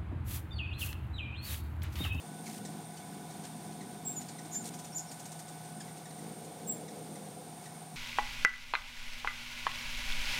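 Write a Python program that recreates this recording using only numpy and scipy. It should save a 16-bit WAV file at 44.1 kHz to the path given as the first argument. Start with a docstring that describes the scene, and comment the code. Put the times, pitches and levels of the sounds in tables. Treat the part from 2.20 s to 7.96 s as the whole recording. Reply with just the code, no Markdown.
"""Wings hum up close as hummingbirds chase round a feeder, with thin squeaks, falling chips and rustles.
The hum is a stack of wing-beat harmonics, the squeaks are near sines, the chips are buzzy notes coloured
by the beak, and the feathers are flicked hiss. The calls echo off a house wall and the yard.
Behind them a slow motor throbs, a far engine speeds up, insects buzz high and the air rumbles and hisses."""
import sys
import numpy as np
from scipy import signal
from scipy.fft import rfft, irfft
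from scipy.io import wavfile

SR = 44100
rng = np.random.default_rng(int(sys.argv[2]) if len(sys.argv) > 2 else 0)


def wav_out(sig):
    """Save sig, one row per channel (or a flat mono array), as 16-bit PCM at SR to the path in sys.argv[1]."""
    wavfile.write(sys.argv[1], SR, np.round(np.clip(np.atleast_2d(sig).T, -1, 1) * 32767).astype(np.int16))


N = 254016
T = np.arange(N) / SR

# Tone of a beating wing. Each row: frequency in Hz, harmonic gain in dB.
WING_SPECTRUM = [(40, -26), (110, -17.5), (160, -7), (205, -0.5), (280, -9), (450, -15.5), (700, -36.5)]
# A bird darts close. Each row: loudest moment in seconds, length in seconds, wing beats per second,
# glide in beats per second, level in dB.
DARTS = [(0.09, 0.33, 50.7, -.5, -52), (0.488, 0.34, 51, 1, -50.5), (.99, 0.17, 49.5, 1, -54),
         (1.199, 0.18, 56, 3, -52.5), (1.35, 0.16, 54, 1, -54), (1.486, 0.11, 51, 0, -53.5),
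         (1.619, 0.2, 50, -4.5, -51.5), (1.938, 0.3, 49.2, -1, -51), (2.221, 0.22, 54, 1, -55.5),
         (2.449, 0.342, 60, 1, -48.5), (4.087, 0.25, 55.4, 6, -48.5), (4.521, 0.36, 57.7, 4, -49.5),
         (4.951, 0.65, 50, 0, -54), (5.397, 0.52, 48, 1.5, -58)]
# Fader for the other birds. Each row: time in seconds, level in dB before the trim.
FLOCK_FADER = [(0, -46), (.45, -39.5), (.8, -44), (1.5, -41.5), (2.1, -47), (2.45, -42), (2.9, -50.5),
               (4.5, -45.5), (5.2, -53.5), (5.76, -47)]
# Thin calls. Each row: start, swell and fade in seconds, peak level in dB, pitch in Hz at the start,
# peak and end, octave gain in dB, hoarseness (0 is clear).
SQUEAKS = [(1.848, 0.029, 0.054, -35.5, 7610, 7610, 7400, -13, 0.07),
           (1.955, 0.018, 0.04, -38, 7030, 6980, 7020, -17, 0.17),
           (2.310, 0.027, .015, -41, 6760, 6800, 6200, -15, 0.7),
           (2.328, 0.046, 0.0076, -35, 7280, 7140, 7180, -18, 0.08),
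           (2.378, .012, 0.031, -44.5, 7090, 7500, 6600, -22, 0.11),
           (2.718, 0.015, 0.014, -50, 5420, 5500, 6100, -28, 0.6),
           (2.745, 0.028, 0.0155, -34, 6940, 7080, 6700, -18, 0.39),
           (2.774, 0.009, 0.017, -45.5, 6190, 5560, 5080, -5, 1.37),
           (2.789, 0.008, 0.0058, -39, 6200, 6800, 7600, -22, 0.35),
           (2.858, 0.037, 0.018, -53.5, 5300, 5700, 3800, -28, 0.55),
           (4.469, 0.032, 0.043, -34.5, 7530, 7670, 7400, -9, 0.03)]
# Falling calls. Each row: start in seconds, level in dB before the trim, starting pitch in Hz,
# harmonic roll-off in dB per octave (negative is brighter).
CHIPS = [(.264, -39.5, 2464, 4), (.449, -39.5, 2135, -2.5), (0.769, -44, 1630, 0.5), (1.101, -47, 2210, -2),
         (1.52, -49, 2293, -3), (1.607, -43, 2308, 6), (2.011, -42, 2395, -4), (2.084, -39.5, 2620, -5),
         (2.184, -41.5, 2190, 1.5), (2.249, -47, 2170, -5), (2.345, -39.5, 1982, -1),
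         (2.535, -38.5, 4220, -6), (2.587, -39, 4160, -5), (2.643, -39, 4220, -6),
         (2.912, -38.5, 2620, -12), (2.994, -41, 2350, -12), (3.053, -40, 2324, -9),
         (3.116, -40.5, 2352, -9), (3.19, -39.5, 2400, -14), (3.279, -43.5, 2410, -12),
         (3.447, -47, 2330, -8), (3.603, -39, 1884, 1), (3.679, -47, 2210, 6), (3.77, -47.5, 2437, -6),
         (3.854, -44, 2060, 2.5), (3.903, -48, 2306, 0), (3.984, -48, 2272, 3), (4.245, -47, 2530, -5),
         (4.68, -44, 2184, 2.5), (4.952, -45.5, 2202, 2), (5.456, -44, 2207, 4)]
# Colour of the open beak. Each row: frequency in Hz, gain in dB.
BEAK_SPECTRUM = [(1500, 2.5), (3000, 0), (5000, 3.5), (8000, 4), (10500, -10), (16000, -22)]
# Birds clash. Each row: start and length in seconds, base level in dB, tilt (higher thins the mids),
# gain at 16 kHz in dB.
RUSTLES = [(0.243, 0.16, -51, 1, -8), (1.235, 0.045, -50.5, 0, -29), (2.439, 0.059, -47, 6, -16),
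           (5.424, 0.058, -56, 0.5, -25)]
# Motor hum. Each entry: multiple of the turning rate, level in dB.
MOTOR_LINES = dict([(6, -69), (8, -53), (10, -66), (34, -66), (35, -67), (36, -58), (37, -62), (38, -70),
               (39, -65.5), (40, -70), (41, -66), (42, -70), (43, -73), (44, -73)])
# Fading motor whine. Each row: time in seconds, levels in dB of the 75th and 50th multiples.
MOTOR_WHINE = [(0, -70.5, -67), (2.8, -68, -66), (3.6, -67.5, -78), (4.0, -76, -73), (5.76, -85, -71)]
# The far engine's run. Each row: time in seconds, firings per second, level in dB.
ENGINE_RUN = [(3.55, 22, -76), (4.25, 31.2, -63), (4.85, 39.2, -58), (5.08, 40.9, -63), (5.3, 37, -67)]
# Tone of the exhaust. Each row: frequency in Hz, harmonic gain in dB.
EXHAUST_SPECTRUM = [(220, -28), (300, 1), (360, -13), (430, 0.5), (510, -0.5), (590, -8.5), (670, -6),
                    (900, -37)]
# Insect resonances. 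Each row: centre in Hz, width in Hz, relative level in dB.
INSECT_BANDS = [(8706, 230, -8), (8910, 550, 3), (9360, 1040, -5)]
# Soft bands of hiss. Each row: centre in Hz, width in Hz, opening and closing levels in dB.
HISS_BANDS = [(1485, 106, -68.5, -76), (2217, 124, -71.5, -71), (3576, 370, -67, -71.5)]
# Colour of the outdoor air. Each row: frequency in Hz, relative level in dB.
AIR_SPECTRUM = [(60, -10), (100, -4.5), (150, 2.5), (250, -4), (450, -7), (600, -8), (800, -6),
                (1200, -13.5), (2200, -18), (2900, -19), (7000, -18), (11000, -21.5), (15500, -25.5)]


def wings():
    """Each dart swells and dies on its own gliding beat; six more birds wander round 53 beats a second."""
    peak_s, length, beats, glide, level_db = np.transpose(DARTS)
    glide_times = np.ravel([peak_s - length / 4, peak_s + length / 4], "F")
    glide_rates = np.ravel([beats - glide / 2, beats + glide / 2], "F")
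    beat_hz = np.interp(T, glide_times, glide_rates)
    swells = sum(amp(db) * np.cos(np.pi * np.clip((T - at) / span, -.5, .5))
                 for at, span, db in zip(peak_s, length, level_db))
    darts = swells * harmonics(beat_hz, WING_SPECTRUM, wobble=.006, flicker_db=1.2, count=14)
    flock, trim_db = np.zeros(N), -7.5
    for bird in range(6):
        sway = amp(2.3 * drift(2.3))
        flock += sway * harmonics(53 + 5 * drift(1.2), WING_SPECTRUM, wobble=.04, flicker_db=4.5, count=11)
    return darts + amp(automation(FLOCK_FADER)[0] + trim_db) * unit_rms(flock)


def squeaks():
    """Near sines with an octave; hoarseness grows through each note, shaking pitch and level."""
    onset_s, release_s = .004, .016
    edge_db, shoulder_db, faded_db = -25, -10.5, -13.5   # relative to the peak
    out = np.zeros(N)
    for start, swell, fade, peak_db, first_hz, peak_hz, last_hz, octave_db, hoarse in SQUEAKS:
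        knees = np.cumsum([0, min(onset_s, swell / 2), max(swell - onset_s, swell / 2), fade, release_s])
        at, t = round(start * SR), T[:round(knees[-1] * SR)]
        level_db = peak_db + np.interp(t, knees, [edge_db, shoulder_db, 0, faded_db, edge_db])
        envelope = np.sqrt(2) * signal.windows.tukey(len(t), .1) * amp(level_db)
        pitch = np.interp(t, [0, knees[2], knees[3]], [first_hz, peak_hz, last_hz])
        rasp = hoarse * (.4 + .77 * t / knees[-1])
        phase = 2 * np.pi * np.cumsum(pitch * (1 + .05 * rasp * drift(400, len(t)))) / SR
        shake = 1 + rasp * drift(440, len(t))
        out[at:at + len(t)] += envelope * shake * (np.sin(phase) + amp(octave_db) * np.sin(2 * phase))
    return out


def chips():
    """Buzzy, breathy notes that drop in pitch and dull as the beak closes."""
    length_s, drop_per_khz, jitter, trim_db = .021, .11, .04, -8.5
    out, breath = np.zeros(N), shaped_noise(BEAK_SPECTRUM)
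    size = round(length_s * SR)
    progress = np.linspace(0, 1, size)
    envelope = np.sin(np.pi * progress ** .57)
    for start, level_db, hz, rolloff_db in CHIPS:
        at = round(start * SR)
        rasp = np.clip(.7 - rolloff_db / 8, .5, 1) if hz < 3000 else .75   # low chips rasp more if bright
        fall = 1 - drop_per_khz * hz / 1000 * progress ** .7   # fast at first; higher notes fall further
        pitch = hz * fall * (1 + jitter * rasp * drift(600, size))
        phase = 2 * np.pi * np.cumsum(pitch) / SR
        slope_db = rolloff_db + (1 - rasp) * (progress - 1.4)
        buzz = np.zeros(size)
        for k in range(1, int(SR / 2 / hz) + 1):
            gain_db = db_at(BEAK_SPECTRUM, k * pitch) - slope_db * np.log2(k) + 1.7 * drift(120, size)
            buzz += amp(gain_db) * np.sin(k * phase + rng.uniform(0, 6.6))
        note = unit_rms(buzz) + .75 * rasp * breath[at:at + size]
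        out[at:at + size] += amp(level_db + trim_db) * envelope * note
    return out


def rustles():
    """Feathers brush once a wing beat, flicking a short swell of hiss."""
    beat_hz, decay_beats, flick_db = 59, .55, 6
    out = np.zeros(N)
    for start, length, level_db, tilt, top_db in RUSTLES:
        at, t = round(start * SR), T[:round(length * SR)]
        swell = np.sin(np.pi * (t / length) ** .86) ** .38
        flick = np.exp(-((t * beat_hz) % 1) / decay_beats)
        hiss = shaped_noise([(500, -21), (1300, -2.5 * tilt), (8000, 1.5), (16000, top_db)], len(t))
        flutter = amp(level_db - 3 + flick_db * flick + 2 * drift(70, len(t)))
        out[at:at + len(t)] += flutter * swell * hiss
    return out


def wall_echoes(send, t60_s=.21, predelay_s=.006):
    """Many short echoes from house and yard, duller than the direct sound and dying away."""
    t = T[:round(t60_s * SR)]
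    tail = rng.standard_normal(len(t)) * amp(-60 * t / t60_s) * (t > predelay_s)
    dull_tail = signal.lfilter([1, .7], [1], tail)
    return signal.fftconvolve(send, dull_tail / np.sqrt(np.sum(dull_tail ** 2)))[:N]


def motor(turn_hz=19.895, lead_s=.01):
    """One knock per turn rings the housing; phase shifts across its resonance, so the hum throbs."""
    phase = 2 * np.pi * turn_hz * (T + lead_s)
    hum = np.zeros(N)
    for k, db in MOTOR_LINES.items():
        housing_lag = 2.58 * np.arctan(k - 37.5)
        hum += amp(db + .63 * drift(4.2)) * np.cos(k * phase - housing_lag + .35 * drift(.87))
    whine = sum(amp(db + .8 * drift(3)) * np.cos(k * phase + (k < 60) * drift(3))   # the lower line wavers
                for k, db in zip([75, 50], automation(MOTOR_WHINE)))
    stray_tone = amp(-67 + 2.3 * drift(1.4)) * np.cos(2 * np.pi * 725.4 * T)   # beats against the hum
    return np.sqrt(2) * (hum + whine + stray_tone)


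def engine():
    """A far engine speeds up and eases off, one exhaust pulse per firing."""
    firing_hz, level_db, gate = automation(ENGINE_RUN)
    exhaust = harmonics(firing_hz, EXHAUST_SPECTRUM, wobble=.002, flicker_db=3.6, count=24)
    return gate * amp(level_db) * exhaust


def insects(pulse_hz=61.37, level_db=-57):
    """One singer's short regular pulses over a blur of others, in narrow high resonances."""
    pulses = np.exp(-((T * pulse_hz + .1 * drift(1)) % 1) / .07)
    drive = rng.standard_normal(N) * (1 + 1.3 * pulses) * amp(drift(8.2))
    song = sum(amp(db) * band(drive, hz, width) for hz, width, db in INSECT_BANDS)
    return amp(level_db) * unit_rms(song)


def hiss_bands():
    """Three faint bands of noise waver; the lowest and highest slowly fade."""
    white = rng.standard_normal(N)
    return sum(amp(first_db + (last_db - first_db) * T / T[-1] + .79 * drift(7.2)) * band(white, hz, width)
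               for hz, width, first_db, last_db in HISS_BANDS)


def air(level_db=-51.5, sway_db=.5):
    """Outdoor air: a gently swaying bed of rumble and hiss."""
    return amp(level_db + sway_db * drift(4.1)) * shaped_noise(AIR_SPECTRUM)


def harmonics(rate_hz, spectrum, wobble, flicker_db, count):
    """Harmonics of a wobbling beat, each flickering on its own."""
    step = 16   # built at SR / step, which slows both drifts by the same factor
    rate_hz = rate_hz[::step] * (1 + wobble * drift(104.1, len(T[::step])))
    phase = 2 * np.pi * np.cumsum(rate_hz) * step / SR
    tone = np.zeros(len(phase))
    for k in range(1, count + 1):
        gain_db = db_at(spectrum, k * rate_hz) + flicker_db * drift(214, len(phase))
        tone += amp(gain_db) * np.sin(k * phase + rng.uniform(0, 6.86))
    return np.sqrt(2) * signal.resample_poly(tone, step, 1)[:N]


def shaped_noise(spectrum, size=N):
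    """White noise shaped to a spectrum, at rms 1."""
    hz = np.maximum(np.arange(size // 2 + 1) * SR / size, 1)
    return unit_rms(irfft(rfft(rng.standard_normal(size)) * amp(db_at(spectrum, hz)), size))


def band(x, hz, width_hz):
    """Two passes through a two-pole resonance, at rms 1."""
    r = np.exp(-np.pi * width_hz / SR)
    b = np.array([1, 0, -1]) * (1 - r * r) / 2
    a = [1, -2 * r * np.cos(2 * np.pi * hz / SR), r * r]
    return unit_rms(signal.lfilter(b, a, signal.lfilter(b, a, x)))


def drift(rate_hz, size=N):
    """Smooth random modulation, at about rms 1."""
    r = np.exp(-2 * np.pi * rate_hz * 8 / SR)
    slow = signal.lfilter([1], [1, -2 * r, r * r], rng.standard_normal(size // 8 + 4002))[4000:]
    return np.interp(np.arange(size) / 8, np.arange(len(slow)), unit_rms(slow))


def automation(rows):
    """A curve for each column after the time, then a gate that is open over the table's span."""
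    times, *columns = np.transpose(rows)
    gate = np.clip(np.minimum(T - times[0], times[-1] - T) / .004, 0, 1)
    return [np.interp(T, times, column) for column in columns] + [gate]


def db_at(spectrum, hz):
    """A spectrum read on a log-frequency axis."""
    points_hz, points_db = np.transpose(spectrum)
    return np.interp(np.log(hz), np.log(points_hz), points_db)


def amp(db):
    """Gain of a dB value."""
    return 10 ** (np.asarray(db) / 20)


def unit_rms(x):
    """Scaled to rms 1."""
    return x / np.sqrt(np.mean(x ** 2) + 1e-20)


def scene():
    """Only the calls feed the echo; the chipping birds are further off, so they send more."""
    near, far = squeaks(), chips()
    echoes = wall_echoes(amp(-9) * near + amp(-7) * far)
    bed = air()
    birds = near + far + echoes + rustles() + wings()
    return (birds + engine() + motor() + hiss_bands() + insects() + bed)[None]


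def record(dry):
    """The microphone drops the deep bass; the top is cut at 16 kHz."""
    thin = signal.sosfilt(signal.butter(3, 95, "high", fs=SR, output="sos"), dry)
    return signal.sosfilt(signal.cheby2(24, 70, 16000, fs=SR, output="sos"), thin)


dry = scene()
out = record(dry)
wav_out(out)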